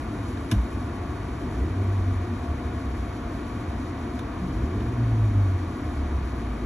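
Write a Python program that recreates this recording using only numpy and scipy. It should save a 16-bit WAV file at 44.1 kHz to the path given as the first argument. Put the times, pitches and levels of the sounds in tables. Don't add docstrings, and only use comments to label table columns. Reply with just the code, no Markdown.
import sys
import numpy as np
from scipy import signal
from scipy.fft import rfft, irfft
from scipy.io import wavfile
from scipy.ndimage import uniform_filter1d

SR = 44100
rng = np.random.default_rng(int(sys.argv[2]) if len(sys.argv) > 2 else 0)


def output_pcm(signal):
    pcm = np.clip(np.atleast_2d(signal).T, -1, 1) * 32767
    wavfile.write(sys.argv[1], SR, np.round(pcm).astype(np.int16))


N = 293265


def undb(db):
    return 10 ** (np.asarray(db) / 20)


def level(x, db):
    return x * undb(db) / np.sqrt(np.mean(x ** 2))


def band(x, hz, width):
    return signal.lfilter(*signal.iirpeak(hz, hz / width, SR), x)


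def butterworth(x, order, hz, kind):
    return signal.sosfilt(signal.butter(order, hz, kind, fs=SR, output="sos"), x)


def walk(rate):
    hold = int(SR / rate)
    steps = np.repeat(rng.standard_normal(N // hold + 1), hold)
    return 2.0 * uniform_filter1d(uniform_filter1d(steps, hold), hold)[:N]


def ports(direct, stray):
    # (frequency [Hz], phase lead of left [rad], coherence [0-1])
    port_relation = [(40, 0, 1), (90, 0, .995), (200, -.03, .995), (380, -.1, .97), (560, -.1, .55),
                     (700, -.3, .85), (950, -.9, .6), (1150, -.4, .75), (1850, 0, .97), (2450, .5, .65),
                     (2800, 1.8, .35), (3200, -.3, .45), (3900, 1.4, .55), (4650, 2.0, .5),
                     (4870, 3.14, .9), (5150, 4.5, .8), (5750, 6.15, .99), (6250, 6.4, .99),
                     (7300, 7.7, .85), (8400, 9.3, .99), (9600, 9.55, .99), (10500, 10.5, .85),
                     (11600, 12.1, .85), (12200, 12.57, .93)]
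    hz = np.fft.rfftfreq(N, 1 / SR)
    knots_hz, lead, coherence = np.transpose(port_relation)
    shift = np.exp(.5j * np.interp(hz, knots_hz, lead))
    coherence = np.clip(np.interp(hz, knots_hz, coherence), 0, 1)
    common = np.sqrt((1 + coherence) / 2) * rfft(direct)
    opposed = np.sqrt((1 - coherence) / 2) * rfft(stray)
    spectra = np.array([(common + opposed) * shift, (common - opposed) / shift])
    return spectra, hz


def blower():
    # (frequency [Hz], relative spectral density [dB])
    heard_spectrum = [(20, -18), (40, -15), (56, -9.8), (140, -12.3), (190, -15.6), (410, -20.9),
                      (560, -22.3), (1330, -26.0), (2450, -34.6), (2750, -37.7), (4700, -44.1),
                      (11300, -49.4), (11750, -56.3), (12300, -84.7)]
    # (time [s], gain [dB])
    treble_lift = [(0, -4), (.45, -4.5), (.75, -3), (1.8, -0.5), (2.1, 0), (4.1, 0.5), (4.3, 1), (4.6, 1.5),
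                   (5.9, 0), (6.6, 0)]
    # (frequency [Hz], bandwidth [Hz], left gain [dB], right gain [dB])
    ducts = [(68, 40, 8.5, 8.5), (102, 40, 7, 7), (165, 60, -2, -2.5), (245, 70, 11.5, 10.5),
             (297, 50, 8, 6.8), (352, 60, 8.5, 7.5), (470, 60, 4.5, 1), (560, 40, -3, -3),
             (600, 40, 2.5, 1.5), (668, 35, 3.5, 1), (703, 50, 11, 4.5), (770, 40, -1, -3),
             (850, 50, 3.5, -1.8), (890, 30, 0, 3.5), (940, 45, 6.5, 1.5), (995, 50, -1, 6.5),
             (1045, 40, 2, 2), (1110, 65, 8.5, 3), (1145, 35, 1.5, 4.5), (1165, 40, 1, 1), (1220, 70, 5, 0),
             (1300, 40, -2.5, -2.5), (1335, 60, 2, 1.5), (1385, 40, -3, -2.5), (1440, 55, 4, 5.3),
             (1745, 130, 2.5, 2.5), (1850, 60, -1.5, -1.5), (1945, 90, 4, 3.7), (2050, 80, -2, -2),
             (2180, 130, 4, 2), (2110, 50, -1.5, -1.5), (2260, 90, 2, 2), (2400, 110, 3.5, 2),
             (2485, 60, 3.5, 3.5), (2545, 50, -3, -3), (3090, 160, 3.8, 1), (3780, 270, 1.7, 5.5),
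             (4425, 120, 8, 3), (4990, 150, 1.5, 1.5), (5750, 250, 1.6, 1.2), (7550, 300, -2, -2),
             (10450, 900, 3.8, 3.8)]
    air = rng.standard_normal((2, N))
    treble = butterworth(air, 2, 3000, "high")
    flutter = undb(0.2 * walk(6.4) + 0.71 * walk(40))
    air = air + treble * (flutter - 1)
    top = butterworth(air, 4, 8500, "high")
    drift = undb(np.interp(np.arange(N) / SR, *np.transpose(treble_lift)))
    air = air + top * (drift - 1)
    spectra, hz = ports(*air)
    heard_hz, heard_db = np.transpose(heard_spectrum)
    colour_db = np.interp(np.log(hz + 1), np.log(heard_hz), heard_db)
    resonance_db = sum(np.array([[left_db], [right_db]]) / (1 + (2 * (hz - centre) / width) ** 2)
                       for centre, width, left_db, right_db in ducts)
    return level(irfft(spectra * undb(colour_db + resonance_db), N), db=-30)


def snaps():
    # (time [s], gain [dB], rattle length [s], low cutoff [Hz],
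    # high cutoff [Hz], frequency struck hardest [Hz])
    impacts = [(0.372, -34, .004, 300, 4000, 1045), (0.5132, -19.5, 0.007, 300, 10000, 5620),
               (0.521, -31, 0.008, 300, 12000, 2640), (4.191, -35, 0.0065, 1200, 10500, 3640),
               (4.806, -36, 0.0043, 300, 4000, 1045)]
    # (frequency [Hz], bandwidth [Hz], gain [dB])
    trim_modes = [(700, 300, -5), (1034, 71, 10.5), (1595, 120, 12), (2580, 840, 0.5), (3610, 220, 1.5),
                  (5370, 870, -10), (8500, 2200, -4), (10700, 860, -9.5)]
    attack_s, tail_db, tail_t60_s, hardest_db = 0.00056, -14, .18, 9
    out = np.zeros((2, N))
    t = np.arange(int(.15 * SR)) / SR
    for onset_s, gain_db, length_s, low_hz, high_hz, hardest_hz in impacts:
        noise = rng.standard_normal((3, 2, len(t)))
        collisions = noise[0] * np.abs(noise[1])
        rattle = collisions * np.minimum(t / attack_s, 1) * np.exp(-(t / length_s) ** 2)
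        tail = undb(tail_db) * noise[2] * np.exp(-np.log(1000) * t / tail_t60_s)
        ring = 0
        for hz, width, db in trim_modes:
            struck_hardest = abs(np.log2(hz / hardest_hz)) < 1 / 4
            ring = ring + undb(db + hardest_db * struck_hardest) * band(rattle + tail, hz, width)
        start = int(onset_s * SR)
        out[:, start:start + len(t)] += undb(gain_db) * butterworth(ring, 3, (low_hz, high_hz), "band")
    spectra, _ = ports(*out)
    return irfft(spectra, N)


def thud():
    # (frequency [Hz], gain [dB], delay [s], time to fall 60 dB [s])
    panel_modes = [(57, -14.5, 0.032, 0.4), (63, -13.5, 0.037, 0.4), (106, -9, 0.0025, 0.16),
                   (199, -20, 0.002, 0.3), (240, -17.5, 0.00087, 0.13), (305, -19, 0.002, 0.09),
                   (685, -29, 0.006, .06)]
    blow_s = .516
    out = 0
    for hz, gain_db, delay, t60 in panel_modes:
        t = np.maximum(np.arange(N) / SR - blow_s - delay, 0)
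        envelope = (1 - np.exp(-t * hz)) * np.exp(-np.log(1000) * t / t60)
        out = out + undb(gain_db) * envelope * np.sin(2 * np.pi * hz * t)
    return out


def revving(t):
    # (rise start [s], rise end [s], top firing rate [Hz],
    # firing rate as coasting begins [Hz], boom gain [dB])
    blips = [(1.505, 1.829, 98.2, 92.6, -23.5), (4.523, 4.94, 118.7, 104.6, -21.5)]
    # (firing rate [Hz], gain [dB])
    cabin_response = [(46, -32.5), (53, -17), (59, -12.5), (66, -5.5), (72, -8), (77, -8.5), (84.5, -14.5),
                      (91, -2), (101, 0.6), (118, -2)]
    # (firing rate [Hz], gain [dB])
    load_response = [(48, 16), (58, -3), (68, 7), (80, 4), (90, -6), (97, -5), (106, -11), (118, -9)]
    idle_hz, rise_skew, hang_s, coast_tau_s = 46.06, .78, .36, 1.95
    press_s, release_s, pedal_lead_s = 0.14, 0.22, 0.2
    hz, throttle = np.full(N, idle_hz), 0
    for start, end, top_hz, coast_hz, _ in blips:
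        progress = np.clip((t - start) / (end - start), 0, 1)
        rise = (1 - np.cos(np.pi * progress ** rise_skew)) / 2
        sag = np.clip((t - end) / hang_s, 0, 1)
        coast = np.exp(-np.maximum(t - end - hang_s, 0) / coast_tau_s)
        hz = np.maximum(hz, (idle_hz + (top_hz - idle_hz) * rise - (top_hz - coast_hz) * sag) * coast)
        press = (t - start + pedal_lead_s) / press_s
        release = (end - pedal_lead_s / 2 - t) / release_s + 1
        throttle = throttle + np.clip(np.minimum(press, release), 0, 1)
    starts, *_, gains_db = np.transpose(blips)
    blip_db = gains_db[np.maximum(np.searchsorted(starts, t) - 1, 0)]
    cabin_db = np.interp(hz, *np.transpose(cabin_response))
    load_db = throttle * np.interp(hz, *np.transpose(load_response))
    return hz, throttle, blip_db + cabin_db + load_db


def engine():
    # (multiple of the firing rate [1], mean level at full throttle [dB])
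    load_orders = [(2, -38), (3, -43), (4, -42)]
    half_order_db, lumpy_db, smooth_hz = -16, 5, 95
    intake_hz, growl_reference_hz, growl_exponent = (207, 400), 85, .8
    hz, throttle, boom_db = revving(np.arange(N) / SR)
    phase = 2 * np.pi * np.cumsum(hz * (1 + 0.0032 * walk(30.5))) / SR
    unevenness = np.clip(1 - hz / smooth_hz, 0, 1)
    amplitude = np.sqrt(2) * undb(boom_db + 1.05 * walk(25.01) + lumpy_db * walk(9) * unevenness)
    half_order = undb(half_order_db + 2.2 * walk(4.4)) * np.sin(phase / 2)
    boom = amplitude * (np.sin(phase) + half_order)
    harmonics = sum(undb(db + 4 * walk(15)) * np.sin(k * phase + k) for k, db in load_orders)
    suction = butterworth(rng.standard_normal(N), 3, intake_hz, "band")
    growl = level(suction * (1 + 0.34 * np.cos(phase)), db=-37)
    swell = (hz / growl_reference_hz) ** growl_exponent
    return boom + throttle * (harmonics + growl * swell)


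def scene():
    return blower() + snaps() + thud() + engine()


def record(dry):
    bass_hz, top_hz = 37, 12900
    dry = butterworth(dry, 3, bass_hz, "high")
    return signal.sosfilt(signal.ellip(8, .2, 70, top_hz, fs=SR, output="sos"), dry)


dry = scene()
out = record(dry)
output_pcm(out)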